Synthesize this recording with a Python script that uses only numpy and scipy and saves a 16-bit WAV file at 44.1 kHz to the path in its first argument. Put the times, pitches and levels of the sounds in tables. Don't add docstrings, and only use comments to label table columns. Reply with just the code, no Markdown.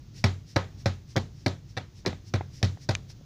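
import sys
import numpy as np
from scipy import signal
from scipy.fft import rfft, irfft, next_fast_len
from scipy.io import wavfile
from scipy.ndimage import map_coordinates

SR = 44100
rng = np.random.default_rng(int(sys.argv[2]) if len(sys.argv) > 2 else 0)


def inscribe(sig):
    pcm = np.round(np.clip(np.atleast_2d(sig).T, -1, 1) * 32767)
    wavfile.write(sys.argv[1], SR, pcm.astype(np.int16))


N = 143325


def amp(db):
    return 10 ** (np.asarray(db) / 20)


def unit(x):
    return x / np.sqrt(np.mean(x ** 2) + 1e-20)


def along(points, hz):
    point_hz, values = np.transpose(points)
    return np.interp(np.log(hz + 1), np.log(point_hz + 1), values)


def add(track, start_s, sound):
    part = track[round(start_s * SR):][:len(sound)]
    part += sound[:len(part)]


def filtered(x, response):
    size = next_fast_len(len(x) + SR // 4)
    hz = np.fft.rfftfreq(size, 1 / SR)
    return irfft(rfft(x, size) * response(hz), size)[:len(x)]


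def coloured(x, gain_db, size=4096):
    hz = np.fft.rfftfreq(size, 1 / SR)
    cepstrum = irfft(np.log(amp(gain_db(hz))))
    cepstrum[1:size // 2] *= 2
    cepstrum[size // 2 + 1:] = 0
    impulse = irfft(np.exp(rfft(cepstrum)))
    return signal.fftconvolve(x, impulse)


def dulling_db(hz, corner_hz):
    return -20 * np.log10(1 + (hz / corner_hz) ** 4)


def noise(spectrum):
    white = rng.standard_normal(N)
    return unit(filtered(white, lambda hz: amp(along(spectrum, hz))))


def dying(t60s, size=128):
    white = rng.standard_normal(SR // 2)
    hz, t, cells = signal.stft(white, SR, nperseg=size)
    decay_db = -60 * t / along(t60s, hz)[:, None]
    return signal.istft(cells * amp(decay_db), SR, nperseg=size)[1]


def burst(spectrum, t60s, attack_s):
    ring = dying(t60s)
    ring = ring * (1 - np.exp(-np.arange(len(ring)) / SR / attack_s))
    even_hz = np.linspace(0, SR / 2, SR // 20)
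    power = np.mean(amp(along(spectrum, even_hz)) ** 2)
    return coloured(ring, lambda hz: along(spectrum, hz)) / np.sqrt(power)


def modes(table, attack_s, scatter_db):
    t = np.arange(SR * 3 // 4) / SR
    ring = np.zeros(len(t))
    for k, (hz, db, t60_s) in enumerate(table):
        sign = 1 if k % 2 else -1
        level_db = db + rng.normal(0, scatter_db)
        ring += sign * amp(level_db - 60 * t / t60_s) * np.cos(2 * np.pi * hz * t)
    return ring * (1 - np.exp(-t / attack_s))


# frequency in Hz, relative level in dB per Hz.
HUSH_SPECTRUM = [(20, -5), (35, -14), (55, 1.5), (75, -4.5), (100, 2), (140, 0.5), (200, -12), (322, -18),
                 (482, -27.5), (700, -33), (1570, -36.5), (2700, -37.5), (3720, -35.5), (5730, -34.5),
                 (6550, -36.5), (8130, -54), (13500, -55.5), (15000, -44)]
HUSH_DB, HUSH_DRIFT_DB = -46.5, 1.2


def hush(count=26):
    places = np.linspace(0, count - 1, N)
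    drift = map_coordinates(rng.standard_normal(count), [places], mode="nearest")
    return amp(HUSH_DB + HUSH_DRIFT_DB * drift) * noise(HUSH_SPECTRUM)


# time of the peak in seconds, relative level in dB,
# half width in seconds (where the swell has fallen to 1/e).
SWINGS = [(0.184, 5, 0.033), (0.507, 1, 0.034), (.805, -0.5, 0.025), (1.112, -0.5, 0.032),
          (1.405, -7.5, 0.058), (1.705, -6, 0.027), (1.985, -2.5, 0.035), (2.282, -0.5, 0.025),
          (2.567, 1.5, 0.045), (2.832, 2, 0.026), (3.108, 4.5, 0.017)]
# frequency in Hz, relative level in dB per Hz.
SWISH_SPECTRUM = [(300, 2), (1100, -21.5), (1900, -2.5), (3300, -4.5), (5500, 7.5), (7000, -4.5),
                  (8300, -13), (15000, -23)]
SWISH_DB = -55.5


def swishes():
    t = np.arange(N) / SR
    speed = np.zeros(N)
    for peak_s, db, width_s in SWINGS:
        speed += amp(db) * np.exp(-np.square((t - peak_s) / width_s))
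    return amp(SWISH_DB) * speed * noise(SWISH_SPECTRUM)


# frequency in Hz, level in dB before dulling, t60 in seconds.
CLICK_MODES = [(1200, -23.5, 0.0052), (1750, -22.5, 0.0067), (2400, -19, 0.014), (2910, -23.5, 0.011),
               (3670, -17, 0.0046), (4700, -24.5, .0035), (6400, -11.5, 0.0029)]
CLICK_S, CLICK_ATTACK_S, CLICK_DULL_HZ = 2.9515, .0001, 8550


def click():
    out = np.zeros(N)
    ring = modes(CLICK_MODES, CLICK_ATTACK_S, 0)
    add(out, CLICK_S, coloured(ring, lambda hz: dulling_db(hz, CLICK_DULL_HZ)))
    return out


# frequency in Hz, relative level in dB per Hz.
ROOM_SPECTRUM = [(120, 3), (300, 2.5), (700, 6), (1200, -0.5), (2000, -5.5), (2900, -8), (3900, -2),
                 (6000, -12.5), (7200, -19), (8300, -34), (15000, -48)]
# frequency in Hz, t60 in seconds.
ROOM_T60 = [(150, 0.49), (600, 0.17), (2000, 0.27), (5000, 0.21), (12000, 0.54)]
ROOM_DB, ROOM_RISE_S = -31, 0.0078


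def room():
    return amp(ROOM_DB) * burst(ROOM_SPECTRUM, ROOM_T60, ROOM_RISE_S)


# frequency in Hz, relative level in dB per Hz.
CLACK_SPECTRUM = [(130, -6), (230, 3.5), (400, -0.5), (560, 1.5), (800, 0), (1250, -9), (1700, -1),
                  (2400, -3.5), (2900, -14), (3900, -2.5), (5600, -8.5), (7000, -20.5), (8300, -30),
                  (10000, -33.5), (15000, -41.5)]
CLACK_DB, CLACK_ATTACK_S = -17, 0.0003


def contact(t60s):
    return amp(CLACK_DB) * burst(CLACK_SPECTRUM, t60s, CLACK_ATTACK_S)


# start in seconds, relative level in dB, dulling corner in Hz.
TAPS = [(.643, -23.5, 4000), (1.1578, -2.5, 1500), (1.1695, -20, 2300), (1.175, 2.5, 1700),
        (1.1822, -14, 4500), (2.0512, -9.5, 2010), (2.129, -13.5, 2440), (2.4087, -4, 1700),
        (2.6167, -15, 750), (2.772, -23.5, 2200), (3.101, -29, 8000), (3.21, -17, 600)]
TAP_T60_S = 0.019
TAP_ROOM_DB = -14.5


def taps():
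    out = np.zeros(N)
    for start_s, db, dull_hz in TAPS:
        touch = contact([(dull_hz, TAP_T60_S)]) + amp(TAP_ROOM_DB) * room()
        add(out, start_s, coloured(touch, lambda hz: db + dulling_db(hz, dull_hz)))
    return out


# frequency in Hz, t60 in seconds.
CLACK_T60 = [(200, 0.066), (700, 0.038), (2000, 0.026), (5000, 0.017), (12000, 0.042)]
RATTLE_FROM_S, RATTLE_TO_S = .011, .024


def clatter(rebound_s, rebound_db, rattle_db, count=2):
    touch = contact(CLACK_T60)
    out = touch.copy()
    add(out, rebound_s, amp(rebound_db) * touch)
    out /= np.hypot(1, amp(rebound_db))
    for rattle_s in rng.uniform(RATTLE_FROM_S, RATTLE_TO_S, size=count):
        add(out, rattle_s, amp(rattle_db) / np.sqrt(count) * touch)
    return out


# start in seconds, rebound delay in seconds, rebound level in dB against the landing,
# boom gain in dB, ring gain in dB, rattle level in dB, note of the struck spot in Hz, level of that note in dB,
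# then four colour gains in dB, one at each colour frequency.
KNOCKS = [(0.2407, .0035, -6, 2.5, 4.5, -15, 388, -25.5, 3.5, 1.5, 4.5, 4),
          (.56, 0.0036, 11, -1, 1.5, -15.5, 544, -18.5, 3.5, 6.5, 6.5, 0),
          (0.8582, 0.006, -4, 0, 1, -11.5, 750, -29.5, 0.5, -2.5, 0.5, -0.5),
          (1.1633, 0.006, -5.5, -3, -3.5, -7.5, 523, -28, 3, 0, -4, -0.5),
          (1.4615, .003, -3, -2.5, -2.5, -10.5, 586, -31.5, 1, 0.5, 0, 0),
          (1.7677, 0.0061, 8, -9, -9.5, -4.5, 731, -34.5, -5.5, -7.5, -3.5, -8.5),
          (2.0609, .008, -8, -8.5, -4.5, -9, 175, -23, 6.5, -2.5, 1.5, -0.5),
          (2.338, 0.0029, -14, -1, -2.5, -6, 354, -27.5, 0, -6, 0, -5.5),
          (2.6284, 0.0028, -9, 2.5, -3, -9.5, 180, -28.5, 1.5, -4, -1, 2),
          (2.8895, 0.0032, 0.5, -1, -2.5, -8.5, 775, -28.5, 0.5, 0, -1, 0)]
COLOUR_HZ = [220, 750, 1900, 5000]
# frequency in Hz, level in dB before gain and scatter, t60 in seconds.
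DESK_BOOM = [(93.3, -19.5, 0.32), (125.6, -11.5, 0.073), (133, -34.5, 0.45), (179, -33, 0.28)]
# frequency in Hz, level in dB before gain and scatter, t60 in seconds.
DESK_RING = [(228.2, -32.5, 0.19), (292, -35, 0.086), (384.8, -36, 0.15), (554.4, -28.5, 0.076),
             (760, -27, 0.049), (1036, -38, 0.06), (1273, -39.5, 0.18), (1953, -33.5, 0.098),
             (2335, -31, 0.024), (3727, -41, 0.038), (3790, -34, 0.017), (4360, -43, 0.075),
             (5570, -31.5, 0.042)]
BOOM_ATTACK_S, RING_ATTACK_S = 0.002, .0006
BOOM_SCATTER_DB, RING_SCATTER_DB = 1, 2.5
SPOT_T60_S = 0.094


def knocks():
    out = np.zeros(N)
    for (start_s, rebound_s, rebound_db, boom_db, ring_db, rattle_db,
         spot_hz, spot_db, *colour_db) in KNOCKS:
        clack = clatter(rebound_s, rebound_db, rattle_db) + room()
        colour = list(zip(COLOUR_HZ, colour_db))
        boom = modes(DESK_BOOM, BOOM_ATTACK_S, BOOM_SCATTER_DB)
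        ring = modes(DESK_RING, RING_ATTACK_S, RING_SCATTER_DB)
        spot_note = modes([(spot_hz, spot_db, SPOT_T60_S)], RING_ATTACK_S, 0)
        add(out, start_s, coloured(clack, lambda hz: along(colour, hz)))
        add(out, start_s, amp(boom_db) * boom)
        add(out, start_s, amp(ring_db) * ring)
        add(out, start_s + rebound_s, spot_note)
    return out


def scene():
    return (hush() + swishes() + click() + taps() + knocks())[None]


LOW_CUT_HZ, TOP_HZ = 26.6, 15300
PEAK_LIMIT = .38


def record(dry):
    thin = filtered(dry[0], lambda hz: hz ** 2 / np.hypot(hz ** 2, LOW_CUT_HZ ** 2))
    rounded = thin / (1 + np.abs(thin / PEAK_LIMIT) ** 4) ** (1 / 4)
    return filtered(rounded, lambda hz: hz < TOP_HZ)[None]


dry = scene()
out = record(dry)
inscribe(out)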